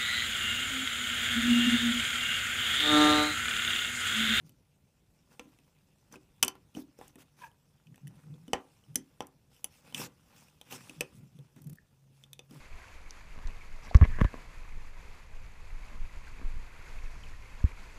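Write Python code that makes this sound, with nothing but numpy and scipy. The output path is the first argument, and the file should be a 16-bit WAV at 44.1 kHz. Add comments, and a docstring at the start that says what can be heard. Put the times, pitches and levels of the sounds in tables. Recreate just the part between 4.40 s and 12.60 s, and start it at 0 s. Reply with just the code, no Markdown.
"""Rubber bands on a plastic loom

A plastic hook works rubber bands over the pegs of a small loom on a table, heard very close.
Noisy contacts ring the peg and base modes; fingers and bands rub as patchy, grainy noise, and a band squeaks.
The table top thuds as resonant noise, over coloured room hiss and a faint sine hum that comes up near the end."""
import sys
import numpy as np
from scipy import signal
from scipy.io import wavfile
from scipy.ndimage import uniform_filter1d

SR = 44100
rng = np.random.default_rng(int(sys.argv[2]) if len(sys.argv) > 2 else 0)


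def dump_mix(stems):
    """Bounce the given channels to the path in sys.argv[1] as a 16-bit WAV at rate SR."""
    frames = np.atleast_2d(stems).T  # one column per channel
    limited = np.clip(frames, -1, 1)  # hard clip at full scale
    pcm = np.round(limited * 32767).astype(np.int16)
    wavfile.write(sys.argv[1], SR, pcm)


N = 361619

# colour of the room hiss: (frequency [Hz], relative density [dB per Hz])
HISS_COLOUR = [(15, -41), (25, 0.5), (136, 2.5), (246, -11), (322, -11.5), (552, -15), (997, -24.5),
               (1080, -34), (2920, -30), (7700, -33), (14300, -35), (15500, -35.5)]
# how long the echo lasts: (frequency [Hz], t60 [s])
ROOM_DECAY = [(200, 0.3), (1000, 0.28), (4000, 0.13), (14000, 0.081)]
# wrists press the table top: (start [s], end [s], level [dB])
WRIST_THUDS = [(-.05, 0.146, -53.5), (3.45, 3.568, -52.5), (3.605, 3.74, -47.5), (3.686, 3.813, -53),
               (3.818, 3.99, -47), (3.956, 4.1, -57), (4.467, 4.55, -50), (4.534, 4.653, -56),
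               (5.496, 5.723, -52.5), (6.552, 6.658, -49), (6.711, 6.899, -47.5), (6.89, 7.092, -51),
               (7.126, 7.235, -56.5), (7.21, 7.37, -42.5), (8.076, 8.252, -58.5)]
# ringing modes of the loom's base: (frequency [Hz], relative level [dB], t60 when undamped [s])
BASE_MODES = [(227, -3, 0.22), (264, 0, 0.29), (304.4, -0.5, 0.25), (380.5, -4, 0.3), (495, 4.5, 0.089),
              (568, 0.5, 0.063), (690, -7.5, 0.032), (786, -3, 0.06), (845, 2, 0.039), (955, -1, 0.035),
              (1022, -7.5, 0.15), (1150, -2, 0.032), (1363, -3.5, 0.05)]
# ringing modes of the pegs: (frequency [Hz], relative level [dB], t60 [s])
PEG_MODES = [(1880, -8.5, 0.013), (2220, -7.5, 0.0052), (2590, 0, 0.015), (3017, 0.5, 0.014),
             (3500, 0, 0.0084), (4510, -5, 0.008), (5200, -4.5, 0.0016), (5670, -1.5, 0.014),
             (6100, -4, 0.02), (8410, 7, 0.0039), (9420, 1.5, 0.011), (10350, 7, 0.0036), (11960, 0, 0.011),
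             (12900, -3.5, 0.0064)]
# how hard the hands rub between the scrapes: (time [s], level [dB])
HAND_RUBBING = [(0.0, -77), (0.3, -81), (0.68, -80.5), (1.03, -73), (1.34, -78.5), (2.56, -76), (3.11, -79),
                (3.47, -78), (4.11, -73.5), (4.75, -75.5), (5.1, -82), (5.48, -69.5), (5.75, -74.5),
                (6.03, -66.5), (6.2, -76.5), (6.48, -61), (6.78, -74), (7.05, -77), (7.67, -80.5),
                (8.2, -77.5)]
# short hard scrapes: (start [s], end [s], rubbing level [dB], shuffle level [dB])
HARD_SCRAPES = [(0.045, 0.096, -75, -87), (0.904, 0.957, -76, -68.5), (1.712, 1.773, -68, -56.5),
                (2.339, 2.433, -58.5, -70), (2.568, 2.717, -68.5, -72), (2.777, 2.837, -62.5, -63.5),
                (2.963, 3.088, -62.5, -65.5), (3.693, 3.89, -86.5, -71.5), (5.095, 5.238, -70.5, -81),
                (5.295, 5.415, -68, -99), (5.433, 5.55, -73.5, -66.5), (5.539, 5.679, -43.5, -49),
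                (5.917, 6.04, -72.5, -74), (6.249, 6.464, -63, -65.5), (6.299, 6.374, -49, -54),
                (6.722, 6.8, -70.5, -92.5), (7.158, 7.206, -74.5, -65.5), (7.719, 7.867, -76.5, -90),
                (8.093, 8.227, -65.5, -65)]
# colour of skin and rubber on plastic: (frequency [Hz], relative density [dB per Hz])
RUB_COLOUR = [(710, -34), (1200, -10.5), (1780, -6.5), (2160, -5), (2680, -3), (3900, -8), (5980, -2.5),
              (6870, -5.5), (8150, -4), (13900, -9.5), (15500, -7.5)]
# a band drags over a peg in short hissing slips: (time [s], level [dB])
BAND_SLIPS = [(7.217, -59.5), (7.241, -63), (7.269, -58.5), (7.296, -55), (7.329, -58.5), (7.354, -62)]
# fixed rings above the squeak's note: (frequency [Hz], width [Hz], relative level [dB])
SQUEAK_RINGS = [(1680, 110, -1), (2500, 350, -8)]
# the lowest peg mode rung alone by a soft touch: (time [s], peak level [dB])
SOFT_PINGS = [(7.373, -62), (7.3845, -48), (7.398, -66)]
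# clicks on the pegs: (time [s], peak of the low peg modes [dB], favoured pitch [Hz],
# high peg modes [dB rms], knock of the base [dB rms], favoured pitch of the knock [Hz])
PEG_CLICKS = [(0.0943, -56, 11800, -61.5, -62, 242), (0.9955, -33.5, 2460, -60, -49, 1350),
              (0.999, -72, 1800, -80, -52.5, 430), (1.055, -75, 1800, -85, -56, 270),
              (1.1879, -55.5, 2340, -74, -67, 293), (1.725, -46.5, 6000, -60, -58.5, 244),
              (1.757, -45, 2610, -69, -53, 380), (2.0282, -6.5, 5500, -23.5, -44.5, 1130),
              (2.0335, -14.5, 2550, -28, -32.5, 1270), (2.0482, -48, 6090, -32.5, -43, 365),
              (2.081, -21, 4760, -34.5, -42, 1130), (2.154, -66, 2500, -70, -57, 1280),
              (2.3501, -41, 3210, -69, -48, 258), (2.3694, -50, 5620, -69, -37, 286),
              (2.589, -59, 5410, -62.5, -51, 557), (2.613, -58, 1910, -66, -47.5, 900),
              (2.681, -65, 8620, -58, -65.5, 269), (2.7568, -51, 1970, -61, -54.5, 310),
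              (3.1155, -60.5, 3050, -78, -70, 767), (3.47, -53.5, 2760, -76, -81, 261.5),
              (3.544, -52.5, 1880, -80, -67.5, 258.4), (3.5587, -54, 1570, -65, -69, 260),
              (3.579, -58, 2580, -72.5, -64.5, 800), (3.6713, -46.5, 1773, -63, -79, 257),
              (3.678, -50, 11500, -56.5, -64, 257), (3.941, -56, 3450, -85, -60, 388),
              (4.0805, -49, 3200, -63.5, -46, 264), (4.1331, -16.5, 2180, -52.5, -25.5, 739),
              (4.439, -59, 3130, -79.5, -72.5, 509), (4.546, -62, 3100, -68.5, -73, 300),
              (4.5574, -18, 5970, -27, -41, 252), (4.8058, -29, 2200, -54, -35.5, 816),
              (4.822, -48.5, 5730, -66, -60, 898), (4.8696, -55.5, 8950, -57, -74, 289),
              (5.165, -58, 3090, -72, -75, 505), (5.244, -28.5, 10100, -32.5, -51.5, 770),
              (5.525, -48, 3220, -67, -59, 790), (5.5463, -23, 3330, -45.5, -47.5, 254),
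              (5.597, -55, 3300, -60, -43, 404), (5.664, -60, 1900, -75, -52, 380),
              (6.084, -55, 2600, -71, -75.5, 900), (6.2136, -40, 3370, -58, -59, 778),
              (6.324, -36, 2620, -64, -49, 500), (6.4958, -36.5, 2700, -53.5, -53, 334),
              (6.6087, -16.5, 2570, -35.5, -36.5, 560), (6.989, -54, 3410, -73, -60.5, 495),
              (7.1632, -58, 2110, -68.5, -56, 296), (7.838, -41.5, 3560, -67.5, -85, 251),
              (7.9321, -35.5, 3510, -51, -77, 614), (7.9924, -37, 3730, -60, -54.5, 612),
              (8.11, -49.5, 5010, -64.5, -50, 260)]

HISS_DB, ECHO_DB = -69, -16.5
HUM_HZ, HUM_DB, HUM_BEFORE_DB = 136, -63.5, -21  # the last is relative, until the rise
HUM_START_S, HUM_RISE_S, HUM_GROWTH_DB_PER_S = 7.45, 0.16, 0.5
TABLE_HZ, TABLE_WIDTH_HZ, WOBBLE_DB = 147, 28, -77.5
SCUFF_DB = -2  # shuffle of the base against the hands' rubbing
PUSH_DB, PUSH_S = -1.5, 0.064  # the shuffle also rocks the table top, smoothed by its weight
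SLIP_S, SLIP_HZ, SLIP_LOW_DB = 0.0068, 6500, -2  # mostly treble above SLIP_HZ
# a stretched band squeaks over a peg; its pitch sags as the band slackens, down to a floor
SQUEAK_START_S, SQUEAK_RISE_S, SQUEAK_FALL_S = 2.99, 0.048, 0.065
SQUEAK_DB, SQUEAK_FROM_DB, SQUEAK_TO_DB = -50, -31, -31.5  # the ends are relative
SQUEAK_HZ, SAG_HZ_PER_S, SQUEAK_LOW_HZ = 1090, 2910, 870
CATCH_S, CATCH_FIRST_S, CATCH_DEPTH = 0.0208, 0.012, 0.6  # the band catches and lets go again and again
PING_RISE_S, PING_DETUNE = 0.0009, 0.94
SOFT_FAVOUR = 0.29  # a softer blow singles out its mode more, dB per dB
CONTACT_CYCLES = 0.54  # a knock's contact lasts this many cycles of its pitch
THUMP_HZ, THUMP_DB, THUMP_T60_S = 70, -13.5, 0.063  # the table gives under each knock
CLATTER_DB, CLATTER_T60_S = -13.5, 0.15  # loose parts after a knock
DAMP_DB_PER_S = -29.5  # the hands damp the base
DULL_HZ, EDGE_HZ = 15300, 16450


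def gain_of(db):
    """Decibels to a factor."""
    return 10 ** (np.asarray(db) / 20)


def evened(x, count=None):
    """Bring to rms 1, judged over the first samples if a count is given."""
    return x / np.sqrt(np.mean(x[:count] ** 2) + 1e-20)


def read(points, hz):
    """Read a table along a log frequency axis."""
    f, value = np.transpose(points)
    return np.interp(np.log(hz + 1), np.log(f + 1), value)


def along(rows, count):
    """Follow one column of a curve, sample by sample."""
    rows = np.array(rows)
    return np.interp(np.arange(N) / SR, rows[:, 0], rows[:, count])


def swell(start, end, power):
    """A hump between two times, squarer for a small power."""
    out = np.zeros(N)
    at = np.arange(max(round(start * SR), 0), min(round(end * SR), N))
    out[at] = abs(np.sin(np.pi * (at / SR - start) / (end - start))) ** power
    return out


def resonate(x, hz, width_hz):
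    """One pole at hz; for a moving hz, shift down to zero, smooth and shift back. Gain 1."""
    r = np.exp(-np.pi * width_hz / SR)
    if np.isscalar(hz):
        return 2 * signal.lfilter([1 - r], [1, -r * np.exp(2j * np.pi * hz / SR)], x).real
    turn = np.exp(2j * np.pi * np.cumsum(hz) / SR)
    return 2 * (turn * signal.lfilter([1 - r], [1, -r], x / turn)).real


def resonate_twice(x, hz, width_hz):
    """A steeper, evened resonance."""
    return evened(resonate(resonate(x, hz, width_hz), hz, width_hz))


def noise(points, patchy_db):
    """Random short-time spectra of a given colour, with drifting patches."""
    hz = np.fft.rfftfreq(512, 1 / SR)
    a, b, patches = rng.standard_normal((N // 128 + 5, 257, 3)).T
    patches = uniform_filter1d(patches, size=10, axis=0)
    patches = evened(uniform_filter1d(patches, size=14, axis=1))
    spectra = (a + 1j * b) * gain_of(read(points, hz)[:, None] + patchy_db * patches)
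    return evened(signal.istft(spectra, nperseg=512, noverlap=384)[1][:N])


def ring(modes, extra_db, phase, count):
    """Dying sines, one a mode, none with a t60 under 3 ms."""
    hz, db, t60 = np.transpose(modes)[:, :, None]
    t = np.arange(count) / SR
    fall = gain_of(db + extra_db[:, None] - 60 * t / np.maximum(t60, 0.003))
    return (fall * np.sin(2 * np.pi * (hz * t + phase[:, None]))).sum(axis=0)


def near_db(modes, hz, db, reach):
    """A lift for the modes that lie close to the pitch hz."""
    return db * np.exp(-(np.log(np.array(modes)[:, 0] / hz) / reach) ** 2)


def pressure(count, hands_db=0):
    """The steady handling plus each scrape: a hump that swells quickly and stops short."""
    scrapes = sum(gain_of(row[count]) * swell(*row[:2], 0.82) for row in HARD_SCRAPES)
    return gain_of(along(HAND_RUBBING, count=1) + hands_db) + scrapes


def hiss():
    """Room hiss: steady noise, heaviest in the lows, with gently drifting patches."""
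    return gain_of(HISS_DB) * noise(HISS_COLOUR, patchy_db=2.0)


def hum():
    """A low sine, far fainter until it comes in towards the end, then slowly growing."""
    t = np.arange(N) / SR
    rise = (t - HUM_START_S) / HUM_RISE_S
    before_db = HUM_BEFORE_DB * np.clip(1 - rise, 0, 1)
    growth_db = HUM_GROWTH_DB_PER_S * HUM_RISE_S * np.maximum(rise - 1, 0)
    return np.sqrt(2) * gain_of(HUM_DB + before_db + growth_db) * np.sin(2 * np.pi * HUM_HZ * t)


def table():
    """The table top wobbles near its one low mode, faintly all the time and more at each press and scuff."""
    push, t = rng.standard_normal(N), np.arange(N) / SR
    top = evened(resonate(resonate(push, TABLE_HZ, 2 * TABLE_WIDTH_HZ), TABLE_HZ, TABLE_WIDTH_HZ))
    deep = resonate_twice(push, 140, 61)
    wide = resonate_twice(push, 180, 100)
    tone = np.sqrt(2) * np.sin(2 * np.pi * TABLE_HZ * t)
    presses = sum(gain_of(db) * swell(start, end, 1.25) for start, end, db in WRIST_THUDS)
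    shuffling = pressure(count=3, hands_db=SCUFF_DB)
    rocking = gain_of(PUSH_DB) * uniform_filter1d(shuffling, round(PUSH_S * SR))
    pressed = presses * (0.23 * tone + 0.56 * top + 0.26 * deep + 0.096 * wide)
    rocked = rocking * (0.18 * top + 0.35 * deep + 0.6 * wide)
    return gain_of(WOBBLE_DB) * top + pressed + rocked


def shuffle():
    """The base scuffs on the table as lumpy noise, and its modes ring on the scuffing."""
    fine = rng.standard_normal(N)
    lumps = evened(uniform_filter1d(rng.standard_normal(N), size=200))
    scuff = fine * gain_of(5.3 * lumps)
    base = sum(gain_of(db) * resonate(scuff, hz, 4.0 / t60) * np.sqrt(t60) for hz, db, t60 in BASE_MODES)
    grit = evened(resonate(fine, 1100, 1300))
    return pressure(count=3, hands_db=SCUFF_DB) * evened(evened(base) + 0.3 * grit)


def rubbing():
    """Skin and rubber slide on plastic: a hiss with tiny slips in it, coloured by the pegs."""
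    # about 350 slips a second, each dying away over some forty samples
    slips = gain_of(3.3 * np.minimum(rng.exponential(1, N), 4)) * (rng.random(N) < 350 / SR)
    grain = signal.lfilter([1], [1, -0.975], slips)
    slide = noise(RUB_COLOUR, patchy_db=3.0) * (1 + 0.38 * grain)
    pegs = sum(gain_of(db) * resonate(slide, hz, 440) for hz, db, _ in PEG_MODES[2:8:2])
    return pressure(count=2) * evened(slide + 0.98 * pegs)


def drag():
    """Each slip of the dragged band is a short puff of bright friction noise."""
    friction = rng.standard_normal(N)
    bright = signal.lfilter(*signal.butter(2, SLIP_HZ, "high", fs=SR), friction)
    puffs = sum(gain_of(db) * swell(s, s + SLIP_S, 0.41) for s, db in BAND_SLIPS)
    return (bright + gain_of(SLIP_LOW_DB) * friction) * puffs


def squeak():
    """Stick-slip in bursts gives a fuzzy sagging note and shakes two fixed rings."""
    t = np.arange(0, SQUEAK_RISE_S + SQUEAK_FALL_S, 1 / SR)
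    bursts = 1 + CATCH_DEPTH * np.cos(2 * np.pi * (t - CATCH_FIRST_S) / CATCH_S)
    hz = np.maximum(SQUEAK_HZ - SAG_HZ_PER_S * t, SQUEAK_LOW_HZ)
    slip = rng.standard_normal(len(t))
    fuzz = evened(resonate(resonate(slip, hz, 170), hz, 166))
    note = 1.2 * fuzz + 1.05 * np.sin(2 * np.pi * np.cumsum(hz) / SR)
    rings = sum(gain_of(db) * resonate_twice(slip, f, width) for f, width, db in SQUEAK_RINGS)
    db = SQUEAK_DB + np.interp(t, [0, SQUEAK_RISE_S, t[-1]], [SQUEAK_FROM_DB, 0, SQUEAK_TO_DB])
    voice = gain_of(db) * (note * np.sqrt(bursts) + bursts * rings)
    return np.pad(voice, (round(SQUEAK_START_S * SR), N))[:N]


def pings():
    """A soft touch rings the lowest peg mode, a little flat: a short pure note with a rounded start."""
    out, t = np.zeros(N), np.arange(1200) / SR
    hz, _, t60 = PEG_MODES[0]
    shape = (1 - np.exp(-t / PING_RISE_S)) ** 2 * gain_of(-60 * t / t60)
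    note = shape * np.sin(2 * np.pi * PING_DETUNE * hz * t)
    for s, db in SOFT_PINGS:
        out[round(s * SR):][:len(t)] += gain_of(db) * note / abs(note).max()
    return out


def contacts(peak_db, knock_db):
    """A blow is a short noisy rattle of contacts; returns it and a briefer tick for the treble."""
    t, touches = np.arange(900) / SR, rng.standard_normal(900)
    # the more the base is knocked, the more its loose parts chatter after the hard first contact
    chatter = gain_of(0.056 * min(knock_db - peak_db, 0) - 1.0)
    tick = touches * (1 - np.exp(-t / 0.00056)) * (np.exp(-t / 0.00058) + 0.1 * np.exp(-t / 0.0023))
    rattle = touches * (1 - np.exp(-t / 0.00038)) * (np.exp(-t / 0.0022) + chatter * np.exp(-t / 0.004))
    rattle[12] += 16  # one clean first touch
    tick[16] += 2.5
    return rattle, tick


def peg_blow(rattle, tick, peak_db, hz, high_db):
    """The contacts ring some peg modes more than others, and are also heard directly, without any ring."""
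    peg = np.array(PEG_MODES)
    low = peg[:, 0] < 7000
    favour_db = near_db(peg, hz, db=2.0 - SOFT_FAVOUR * peak_db, reach=0.083)
    favour_db = favour_db + near_db(peg, hz, db=8.0, reach=0.5) + rng.standard_normal(len(peg))
    # in cycles: neighbouring modes swing against each other
    phase = np.arange(len(peg)) / 2 + 0.06 * rng.standard_normal(len(peg))
    low_ring = ring(peg[low], favour_db[low], phase[low], count=1200)
    high_ring = ring(peg[~low], favour_db[~low], phase[~low], count=1200)
    body = evened(signal.fftconvolve(low_ring, rattle), count=400)
    snap = evened(signal.fftconvolve(high_ring, tick), count=400)
    middle = signal.lfilter(*signal.butter(3, [1500, 7200], "band", fs=SR), rattle)
    top = signal.lfilter(*signal.butter(4, 7000, "high", fs=SR), tick)
    body[:len(rattle)] += gain_of(0.5 + SOFT_FAVOUR * peak_db) * evened(middle, count=400)
    snap[:len(tick)] += 1.6 * evened(top, count=400)
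    return gain_of(peak_db) * body / abs(body).max() + gain_of(high_db) * evened(snap, count=400)


def base_knock(rattle, db, hz):
    """A rounded contact rings the damped base, its loose parts clatter and the table gives with a thump."""
    t, slow = np.arange(len(rattle)) / SR, np.arange(7000) / SR
    # a knock reaches the modes near its pitch, further above than below
    reach = np.where(np.array(BASE_MODES)[:, 0] < hz, 0.45, 0.7)
    push = rng.standard_normal(len(BASE_MODES))
    lift_db = near_db(BASE_MODES, hz, db=17.5, reach=reach) + 1.3 * push
    base = ring(BASE_MODES, lift_db, 0 * push, count=7000) * gain_of(DAMP_DB_PER_S * slow)
    # a low knock is a longer, rounder contact
    contact = np.sin(np.pi * np.minimum(t * hz / CONTACT_CYCLES, 1)) ** 2
    knock = evened(signal.fftconvolve(base, evened(contact) + 0.06 * evened(rattle)), count=400)
    knock = signal.lfilter(*signal.butter(2, [200, 1500], "band", fs=SR), knock)
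    loose = signal.butter(2, [0.48 * hz, 2.3 * hz], "band", fs=SR)
    knock[:len(t)] += 0.29 * evened(signal.lfilter(*loose, rattle), count=400)
    parts, lumps = rng.standard_normal((2, len(slow)))
    lumps = evened(uniform_filter1d(lumps, size=130))
    clatter = evened(signal.lfilter(*loose, parts)) * gain_of(3.3 * lumps)
    clatter_fall = gain_of(CLATTER_DB - 60 * slow / CLATTER_T60_S)
    knock[:len(slow)] += clatter * (1 - np.exp(-slow / 0.003)) * clatter_fall
    thump_fall = gain_of(THUMP_DB - 60 * slow / THUMP_T60_S)
    knock[:len(slow)] += thump_fall * np.sin(2 * np.pi * THUMP_HZ * slow)
    return gain_of(db) * evened(knock, count=400)


def clicks():
    """Each blow's rattle of contacts rings the pegs and knocks the base together."""
    out = np.zeros(N + 12000)
    for s, peak_db, hz, high_db, knock_db, knock_hz in PEG_CLICKS:
        rattle, tick = contacts(peak_db, knock_db)
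        at = round(s * SR) - 16  # the contacts take a moment to build
        for part in (peg_blow(rattle, tick, peak_db, hz, high_db), base_knock(rattle, knock_db, knock_hz)):
            out[at:at + len(part)] += part
    return out[:N]


def room(x):
    """Three tails of sparse taps, fed in turn 17 times a second, each band dying at its own speed."""
    taps = np.zeros((3, SR // 2))
    at = np.arange(120, SR // 2 - 20, 20)
    places = at + rng.integers(0, 20, (3, len(at)))
    np.put_along_axis(taps, places, rng.choice([-1., 1.], (3, len(at))), 1)
    hz, t, spectra = signal.stft(taps, SR, nperseg=256)
    fall = gain_of(-60 * t / read(ROOM_DECAY, hz)[:, None])
    tail = signal.istft(spectra * fall, SR, nperseg=256)[1]
    turn = 2 * np.pi * (17 * np.arange(N) / SR + np.arange(3)[:, None] / 3)
    fed = x * np.sqrt(2 / 3) * np.cos(turn)
    return signal.fftconvolve(fed, tail / np.linalg.norm(tail[0]), axes=1)[:, :N].sum(axis=0)


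def scene():
    """The loom and hands with their echo, over the table top, the hum and the hiss."""
    near = shuffle() + rubbing() + drag() + squeak() + pings() + clicks()
    return (hiss() + hum() + table() + gain_of(ECHO_DB) * room(near) + near)[None]


def record(dry):
    """The microphone loses the deepest bass and most of the top octave's end; then the band limit."""
    dull = signal.oaconvolve(dry, signal.firwin(301, DULL_HZ, fs=SR)[None], "same")
    rest = dry - dull
    dull = signal.lfilter(*signal.butter(2, 35, "high", fs=SR), dull)
    heard = dull + gain_of(-30.5) * rest
    edge = signal.firwin(511, EDGE_HZ, window=("kaiser", 9), fs=SR)
    return signal.oaconvolve(heard, edge[None], "same")


dry = scene()
out = record(dry)
dump_mix(out)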